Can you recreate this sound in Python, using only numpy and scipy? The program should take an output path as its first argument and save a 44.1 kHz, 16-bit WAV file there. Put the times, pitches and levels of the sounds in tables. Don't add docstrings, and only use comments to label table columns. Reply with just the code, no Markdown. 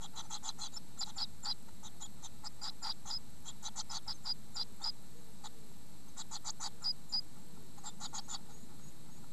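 import sys
import numpy as np
from scipy import signal
from scipy.fft import rfft, irfft
from scipy.io import wavfile
from scipy.ndimage import uniform_filter1d

SR = 44100
rng = np.random.default_rng(int(sys.argv[2]) if len(sys.argv) > 2 else 0)


def output_pcm(signal):
    pcm = np.clip(np.atleast_2d(signal).T, -1, 1) * 32767
    wavfile.write(sys.argv[1], SR, np.round(pcm).astype(np.int16))


def volts_from_db(level):
    exponent = np.asarray(level, float) / 20
    return 10 ** exponent


N = 411012

# centre_hz, width_hz, level_db
BOX = [(864, 133, 6), (1045, 170, 0.5), (1309, 210, 1.5), (1700, 430, -7), (8500, 4100, -12),
       (8600, 710, -17.5)]
# centre_hz, width_hz, level_db
THROAT = [(3400, 280, 0), (3950, 300, 0), (4450, 280, -3), (4870, 260, 0), (5430, 440, -5)]
# centre_hz, width_hz, level_db
BEAK = [(6280, 420, -3), (7050, 400, 0), (7680, 450, -5)]
# start_s, length_s, effort_db, beak_hiss_db, gape_hz (centre of the throat hiss)
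HOARSE = [(0, 0.072, -55.5, -57.5, 3640), (0.146, 0.077, -53, -56.5, 3760), (0.291, 0.096, -52, -52, 3880),
          (0.422, 0.1, -51.5, -53, 4200), (0.572, 0.12, -53.5, -55, 4090), (1.073, 0.043, -58.5, -57, 3620),
          (1.823, 0.068, -59.5, -59, 3550), (1.999, 0.041, -58, -56, 3760),
          (2.218, 0.064, -59, -56.5, 3800), (2.43, 0.056, -53.5, -60, 4730),
          (3.049, 0.076, -54.5, -56.5, 3670), (3.439, 0.082, -57, -57.5, 3800),
          (3.619, 0.08, -52.5, -53, 4040), (3.751, 0.076, -50, -50.5, 4200), (3.887, 0.11, -50, -58, 4100),
          (5.432, 0.052, -54.5, -57.5, 4070), (6.161, 0.071, -52, -53.5, 4300),
          (6.303, 0.082, -50, -51, 4200), (6.439, 0.074, -49, -50, 4430), (6.593, 0.099, -48, -51, 4470),
          (7.828, 0.075, -55, -60.5, 4300), (7.993, 0.087, -50.5, -52.5, 4250),
          (8.123, 0.089, -51, -54, 4200), (8.271, 0.11, -52.5, -54.5, 4280)]
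# start_s, length_s, middle_hz, level_db, squeak_db
GROPES = [(1.006, 0.019, 4860, -37, -41), (1.175, 0.046, 4410, -42, -48), (1.446, 0.036, 4500, -41.5, -46),
          (2.633, .045, 4770, -43, -50), (2.836, .053, 4800, -43, -48), (3.101, 0.039, 4810, -38.5, -49),
          (4.077, 0.034, 4790, -38, -66), (4.252, 0.041, 4830, -41, -57), (4.561, 0.028, 4840, -40, -49),
          (4.839, 0.012, 4860, -33, -51), (6.838, 0.02, 5000, -40.5, -51.5), (7.123, 0.014, 4870, -40, -53)]
# start_s, length_s, pitch_hz, level_db
HOLDS = [(1.212, 0.03, 4890, -37), (1.478, 0.041, 4824, -35), (2.677, 0.014, 5000, -39.5),
         (2.897, 0.015, 4780, -34), (3.132, 0.045, 5010, -39), (4.097, 0.027, 5110, -42),
         (4.289, 0.038, 4870, -34.5), (4.596, 0.025, 4850, -36.5), (4.858, 0.043, 4940, -36),
         (6.857, 0.059, 4900, -34), (7.135, 0.014, 4870, -33.5), (7.147, 0.05, 4920, -34.5)]
# start_s,
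# length_s, first_hz, last_hz, level_db
SLIDES = [(2.033, .021, 3300, 3330, -53), (2.055, .013, 4050, 3200, -54), (.033, .022, 3350, 3300, -53),
          (2.462, .012, 4400, 6000, -44), (3.482, .022, 3300, 3330, -52), (3.796, .017, 3700, 7400, -40),
          (3.478, .025, 7550, 6950, -48), (.453, .034, 7200, 6850, -44), (4.129, .011, 6600, 6450, -63),
          (4.142, .024, 6270, 6230, -59), (4.126, .01, 4500, 3900, -56), (5.46, .02, 4000, 3200, -58),
          (6.492, .017, 3600, 7600, -39), (6.2, .024, 4600, 3700, -50), (7.865, .024, 3750, 3430, -54),
          (6.667, .013, 6100, 6900, -45.5), (.245, .025, 5900, 6200, -63), (6.083, .014, 6400, 6200, -62),
          (7.886, .021, 3800, 3500, -55), (8.185, .014, 3700, 5500, -46), (8.04, .026, 4100, 3700, -48),
          (8.297, .053, 7150, 6800, -45), (8.31, .05, 3550, 3300, -52), (4.817, .027, 3600, 3750, -54),
          (4.82, .02, 4450, 4550, -55), (.31, .045, 3400, 3250, -54), (.445, .05, 3450, 3280, -53),
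          (5.44, .02, 4600, 4100, -56)]
GAPE_MID_HZ = 4100
ATTACK, RELEASE = 0.19, 0.13
BUZZ_DEPTH = 0.25


def level(x, db):
    return x * volts_from_db(db) / np.sqrt(np.mean(x ** 2))


def noise():
    return rng.standard_normal(N)


def ring(x, modes):
    out = 0
    for hz, width, db in modes:
        sos = signal.butter(2, [hz - width / 2, hz + width / 2], "bandpass", fs=SR, output="sos")
        out = out + volts_from_db(db) * signal.sosfilt(sos, x) / np.sqrt(width)
    return out


def wander(rate):
    k = int(SR / rate)
    return level(uniform_filter1d(uniform_filter1d(noise(), k), k), 0)


def colour(points):
    hz, db = np.transpose(points)
    bins = np.fft.rfftfreq(N, 1 / SR) + 1
    return irfft(rfft(noise()) * volts_from_db(np.interp(np.log(bins), np.log(hz), db)), N)


def add(track, start, piece):
    a = max(start, 0)
    piece = piece[..., a - start:N - start]
    track[..., a:a + piece.shape[-1]] += piece


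def background():
    # pitch_hz, density_db
    floor = [(12, -50), (20, -19.5), (33, -31), (201, -15.5), (320, -30), (455, -29), (597, -33),
             (827, -32), (1500, -37.5), (4000, -43), (7070, -38.5), (7880, -33), (13200, -64.5)]
    # time_s, level_db
    traffic = [
        (0.0, -60),
        (2.44, -60),
        (6.5, -60.5),
        (8.2, -56),
        (8.9, -55),
        (9.32, -57),
    ]
    # time_s, over_ticking_db
    rustles = [
        (.141, 14),
        (7.57, 10),
        (7.785, 8),
        (9.09, 9),
        (9.24, 14),
    ]
    t = np.arange(N) / SR
    road = level(ring(noise(), [(145, 135, -1.5), (174, 101, 1.5), (249, 118, -11.5)]), 0)
    rumble = road * volts_from_db(np.interp(t, *np.transpose(traffic)) - 3)
    lorry = level(ring(noise(), [(71, 34, 0)]), -66) * volts_from_db(-2.5 * np.clip(t - 4.4, 0, 3.2))
    stir = volts_from_db(5 * np.abs(wander(30)))
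    for moment, db in rustles:
        stir = stir + volts_from_db(db + 5) * np.exp(-((t - moment) / 0.01) ** 2)
    straw = level(ring(noise() * stir, BOX), -73.5)
    return level(colour(floor), -59.5) + lorry + rumble + straw


def camera():
    # pitch_hz, level_db
    hum_tones = [(50, -69), (200, -75), (300, -81), (350, -79.5), (450, -87)]
    # centre_hz, width_hz, level_db
    whine_bands = [(4090, 790, -70.5), (7580, 360, -75.5), (7920, 410, -75.5), (11470, 1950, -72)]
    t = np.arange(N) / SR
    hum = sum(np.sqrt(2) * volts_from_db(db) * np.sin(2 * np.pi * (hz * t + rng.random())) for hz, db in hum_tones)
    whine = sum(level(ring(noise(), [(hz, width, 0)]), db) for hz, width, db in whine_bands)
    count = N // 400
    scatter_db = 3.5 * np.tanh(rng.standard_normal(count))
    swing_db = 7 * (-1.0) ** np.arange(count)
    size = volts_from_db(scatter_db + swing_db)[(t * 100).astype(int)]
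    place = t * 100 % 1
    sparks = size * np.exp(-((place - 0.52) / 0.08) ** 2) * noise()
    return hum + whine + level(ring(sparks, [(11500, 3200, 0)]), -75.5)


def calls():
    # start_s, length_s, effort_db, throat_db, beak_hiss_db
    piping = [(0.758, 0.029, -60, -58.5, -65), (1.004, 0.035, -51.5, -45.5, -60),
              (1.156, 0.09, -52, -46.5, -62), (1.431, 0.098, -50, -48.5, -68),
              (2.609, 0.093, -51, -49, -59.5), (2.815, 0.11, -50.5, -47, -63),
              (3.091, 0.078, -58.5, -57, -64), (4.058, 0.072, -53, -51.5, -67),
              (4.24, 0.081, -53.5, -49.5, -64), (4.546, 0.088, -54.5, -47, -68),
              (4.795, 0.11, -54, -52.5, -61), (6.805, 0.092, -58, -56, -65), (7.118, .053, -54.5, -54, -67)]
    # start_s, length_s, effort_db, hiss_db
    gasps = [
        (0.206, 0.072, -62, -71),
        (0.715, 0.04, -63.5, -64),
        (0.971, 0.025, -60, -62),
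        (1.04, 0.049, -68, -63.5),
        (1.68, 0.017, -57.5, -68),
        (2.047, 0.024, -62, -63),
        (7.772, .024, -63, -72),
        (8.483, 0.052, -66, -69.5),
        (8.79, 0.014, -62, -72),
    ]
    rows = []
    for start, length, db, beak_db, gape_hz in HOARSE:
        throat_db = db - 1 + 1.5 * (gape_hz - GAPE_MID_HZ) / 1000
        rows.append((start, length, db, throat_db, beak_db, gape_hz, 0.14, False))
    for start, length, db, throat_db, beak_db in piping:
        waits = [(grope[0] + 0.0045 - start) / length for grope in GROPES if start < grope[0] < start + length]
        rows.append((start, length, db, throat_db, beak_db, 4600, max([0] + waits), True))
    for start, length, db, hiss_db in gasps:
        rows.append((start, length, db, hiss_db - 0.5, hiss_db, 4200, 0, False))
    return rows


def shape(u, start, stop, attack, crest, rise, hold):
    place = (u - start) / (stop - start)
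    return level(np.interp(place, [0, attack, crest, 1 - RELEASE, 1], [0, rise, 1, hold, 0]), 0)


def shares(modes, centre_hz, spread_hz, db):
    return level(np.exp(-0.5 * ((np.array(modes)[:, 0] - centre_hz) / spread_hz) ** 2), db)


def breaths():
    box_shape, beak_shape = (0.63, 0.72, 0.84), (0.53, 0.48, 0.33)
    throat_shape, piping_shape = (0.75, 0.4, 0.8), (1, 0.9, 0.35)
    push = np.zeros((2 + len(BEAK) + len(THROAT), N))
    for start, length, box_db, throat_db, beak_db, gape_hz, wait, piper in calls():
        u = np.linspace(0, 1, int(length * SR))
        if piper:
            throat = shape(u, wait, 1, 0.028, *piping_shape)
        else:
            throat = shape(u, wait, 0.93, ATTACK, *throat_shape)
        beak = shape(u, 0.07, 0.9, ATTACK / 2, *beak_shape)
        beak_hz = 6850 + 1.1 * (gape_hz - GAPE_MID_HZ)
        throat_spread_hz = 600 * (1 + piper / 2)
        add(push, int(start * SR), np.vstack([
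            volts_from_db(box_db) * shape(u, 0, 0.94, ATTACK, *box_shape),
            np.outer(shares(BEAK, beak_hz, 1200, beak_db), beak),
            np.outer(shares(THROAT, gape_hz, throat_spread_hz, throat_db - 5), throat),
            piper * volts_from_db(box_db - 9) * shape(u, 0, 0.97, ATTACK, *box_shape)]))
    return push


def buzz():
    return 2 * np.pi * np.cumsum(560 + 70 * wander(69.9)) / SR


def flutter(hz, db):
    pitch = hz + 80 * wander(55) + 70 * wander(500)
    return level(np.sin(2 * np.pi * np.cumsum(pitch) / SR) * volts_from_db(7 * np.tanh(wander(140))), db)


def rasps(push, beat):
    slaps = (rng.random(N) < 1500 / SR) * volts_from_db(10 * rng.random(N)) * np.sign(noise())
    source = level(slaps, 0) * volts_from_db(2.16 * wander(83))
    box = level(ring(source + 0.82 * noise(), BOX) * volts_from_db(1.2 * wander(80)), 0) * push[0]
    box = box + level(ring(source + noise(), [(1257, 570, 0)]), 0) * push[-1]
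    breathy = source + 1.2 * noise()
    voice = level(ring(breathy, [(5650, 500, 0)]), -11) * push[1]
    for (hz, width, db), air in zip(BEAK + THROAT, push[1:]):
        hiss = level(ring(breathy, [(hz, 1.15 * width, 0)]), db - 4.5)
        voice = voice + (hiss + flutter(hz, db - 2.5)) * air
    return box + voice * (1 + BUZZ_DEPTH * np.cos(beat))


def beak_shuts():
    rows = []
    for start, length, db, _, gape_hz in HOARSE:
        end = start + length
        if not any(start < t < end and last > 1.3 * first for t, _, first, last, _ in SLIDES):
            shut_db = db - 3 - 15 * (gape_hz - GAPE_MID_HZ) / 1000
            rows.append((end - 0.011 - 0.005, 0.011, 4050, 3700, 3200, shut_db))
    return rows


def whistle_scraps():
    # start_s, length_s, pitch_hz, level_db
    beak_scraps = [(.028, 0.033, 7150, -53), (.187, 0.026, 6120, -47.5), (.323, 0.014, 7230, -50),
                   (.654, 0.0071, 6860, -53), (.481, 0.018, 6300, -44), (.614, 0.028, 6500, -51),
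                   (.618, .034, 8260, -56), (.644, 0.028, 6240, -46), (.738, 0.029, 7100, -49),
                   (1.19, .037, 7330, -59), (1.452, 0.017, 7280, -48), (2.021, 0.033, 7000, -46.5),
                   (2.635, 0.012, 7260, -48), (3.653, 0.021, 6190, -44), (3.77, 0.051, 6130, -48.5),
                   (3.912, .043, 6000, -51), (3.913, 0.049, 7000, -49), (3.956, 0.023, 6300, -48),
                   (4.559, 0.028, 7140, -57), (6.322, 0.014, 6990, -46), (6.47, .016, 6970, -42),
                   (6.601, 0.039, 6100, -50), (6.613, 0.026, 7000, -44), (7.857, 0.039, 7420, -44.5),
                   (8.04, 0.024, 7010, -48), (8.147, 0.041, 6730, -43.5), (6.18, 0.042, 7600, -51),
                   (6.325, 0.039, 6150, -51), (7.094, 0.013, 7150, -53), (3.066, .03, 6250, -55),
                   (6.455, .03, 6100, -49), (2.45, .02, 7500, -50.5), (1.845, 0.037, 6220, -56),
                   (2.24, 0.031, 6260, -51), (.33, .03, 6450, -50), (.345, .012, 8300, -62),
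                   (.487, .012, 8250, -61)]
    # start_s, length_s, pitch_hz, level_db
    throat_scraps = [(.315, 0.011, 4000, -52), (1.85, .02, 3750, -53), (2.24, 0.023, 3700, -53),
                     (.66, .012, 4650, -51), (0.169, 0.03, 4000, -44.5), (0.343, 0.014, 4050, -37.5),
                     (.489, 0.0091, 4050, -34.5), (.497, 0.011, 3540, -52), (0.615, 0.04, 4090, -44),
                     (0.624, 0.047, 3360, -51), (.765, 0.015, 5320, -41), (1.03, 0.011, 4020, -38),
                     (1.226, 0.0088, 4100, -39), (1.24, .011, 3860, -44), (1.507, 0.021, 4040, -39),
                     (2.463, .018, 5000, -42), (2.616, 0.038, 4820, -46.5), (2.694, 0.0048, 4020, -39),
                     (2.826, 0.021, 4880, -48), (2.908, 0.017, 3840, -48), (3.654, 0.023, 3950, -44),
                     (3.898, .019, 5070, -45), (3.927, 0.022, 4630, -52), (3.948, 0.033, 4450, -46),
                     (4.61, .02, 3990, -43.5), (6.355, 0.015, 4270, -42), (6.483, 0.022, 4700, -46),
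                     (6.658, 0.016, 4480, -41.5), (8.184, 0.011, 4610, -40), (8.343, 0.019, 4520, -40.5),
                     (7.855, .01, 4800, -58), (8.042, 0.0089, 4800, -50), (8.056, 0.0088, 4800, -47),
                     (6.638, 0.015, 4700, -43), (8.34, .016, 5100, -58), (7.893, .007, 4800, -56)]
    rows = []
    for start, length, hz, db in beak_scraps + throat_scraps:
        drift = 50 * rng.standard_normal() - 45
        bend = 45 * rng.standard_normal() + 45
        rows.append((start, length, hz - drift - bend, hz + bend / 2, hz + drift - bend, db))
    return rows


def whistle_notes():
    squeak_s, squeak_hz, dip_hz = 0.024, 7250, 120
    squeaks = [(start + 0.006 - squeak_s, squeak_s, squeak_hz + dip_hz, squeak_hz - dip_hz,
                squeak_hz - dip_hz / 2, db, -9) for start, _, _, _, db in GROPES]
    gropes = [(start, length, 5280, hz, 4900, db, -7) for start, length, hz, db, _ in GROPES]
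    arch_hz = 65
    holds = [(start, length, hz - 2 * arch_hz, hz + arch_hz, hz - arch_hz, db) for start, length, hz, db in HOLDS]
    slides = [(start, length, first, first + 0.44 * (last - first), last, db)
              for start, length, first, last, db in SLIDES]
    steady = holds + whistle_scraps() + slides + beak_shuts()
    return squeaks + gropes + [(*row, 0) for row in steady]


def whistles(push, beat):
    rough = np.clip(push[0] / volts_from_db(-50), 0, 1.3)
    for start, length, _, _ in HOLDS:
        rough[int(start * SR):int((start + length) * SR)] *= 0.5
    steep = [row for row in SLIDES if row[3] > 1.3 * row[2]]
    for start, length, *_ in GROPES + steep:
        span = slice(int(start * SR), int((start + length) * SR))
        rough[span] = np.maximum(rough[span], 1.1)
    shake_hz = 75 * rough * wander(450) + 14 * wander(150) + 130 * rough * np.sin(beat)
    shake_db = (0.5 + 4 * rough) * (np.tanh(wander(340)) - 0.5)
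    out, ends, edge = np.zeros(N), [], int(0.003 * SR)
    for start, length, first, middle, last, db, swell_db in whistle_notes():
        a, n = int(start * SR), int(length * SR)
        i = np.arange(-edge, n + edge)
        u = np.clip(i / n, 0, 1)
        hz = first + (4 * middle - 3 * first - last) * u + 2 * (first + last - 2 * middle) * u ** 2
        phase = 2 * np.pi * np.cumsum(hz + shake_hz[np.clip(a + i, 0, N - 1)]) / SR
        for end, end_hz, end_phase in ends:
            if abs(end - a) < edge and abs(end_hz - first) < 300:
                phase += end_phase + 2 * np.pi * first * (a - end) / SR - phase[edge]
        ends.append((a + n, last, phase[edge + n]))
        fade = np.clip(np.minimum(i + edge, n + edge - i) / (2 * edge), 0, 1)
        swell = volts_from_db(swell_db * np.clip(1 - i / (0.01 * SR), 0, 1))
        add(out, a - edge, np.sqrt(2) * volts_from_db(db) * fade * swell * np.sin(phase))
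    return out * volts_from_db(shake_db) * (1 + BUZZ_DEPTH * rough * np.cos(beat))


def pigeon():
    # start_s, length_s, held_hz, last_hz, level_db
    coos = [
        (4.53, .22, 470, 360, -68),
        (5.14, .19, 475, 420, -66),
        (5.42, .33, 465, 365, -67),
        (6.72, .1, 450, 490, -72),
        (7.44, .24, 480, 370, -67),
        (8.06, .16, 480, 440, -68),
        (8.4, .35, 460, 350, -70),
    ]
    out, waver = np.zeros(N), wander(30)
    for start, length, held_hz, last_hz, db in coos:
        u = np.linspace(0, 1, int(length * SR))
        hz = held_hz + (last_hz - held_hz) * u ** 2.5 + 6 * waver[int(start * SR):][:len(u)]
        fade = signal.windows.tukey(len(u), 0.2)
        add(out, int(start * SR), np.sqrt(2) * volts_from_db(db) * fade * np.sin(2 * np.pi * np.cumsum(hz) / SR))
    return out * volts_from_db(3 * wander(40) - 2)


def trills():
    # start_s, length_s, first_hz, last_hz, level_db
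    trill_rows = [
        (5.17, .04, 6700, 6500, -70),
        (7.785, .02, 6800, 6500, -63),
        (8.07, .035, 7000, 6600, -64),
        (8.215, .06, 6450, 6750, -65),
        (8.512, .148, 6520, 7200, -65),
        (8.805, .115, 6550, 6900, -64),
        (9.1, .095, 6500, 6950, -65),
    ]
    out = np.zeros(N)
    for start, length, first, last, db in trill_rows:
        t = np.arange(int(length * SR)) / SR
        warble_hz = 230 * (0.38 + t / 0.14) * np.sin(2 * np.pi * 44 * t)
        hz = first + (last - first) * t / length - warble_hz
        fade = np.sin(np.pi * t / length) ** 0.5
        add(out, int(start * SR), np.sqrt(2) * volts_from_db(db) * fade * np.sin(2 * np.pi * np.cumsum(hz) / SR))
    return out * volts_from_db(2.5 * wander(90))


def scene():
    push, beat = breaths(), buzz()
    outside = background() + pigeon() + trills()
    chicks = rasps(push, beat) + whistles(push, beat)
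    mid = outside + camera() + chicks
    side = level(ring(noise(), [(61.3, 24, 9), (170, 19, 4.5), (273, 39, -43)]), -72)
    return np.array([mid + side, mid - side])


def roll_off(x):
    return signal.sosfilt(signal.butter(12, 13360, fs=SR, output="sos"), x)


def record(dry):
    top = signal.ellip(14, 0.5, 70, 12830, fs=SR, output="sos")
    mix = signal.sosfilt(top, dry) + np.array([0.01575, 0.0132])[:, None]
    return roll_off(mix)


dry = scene()
out = record(dry)
output_pcm(out)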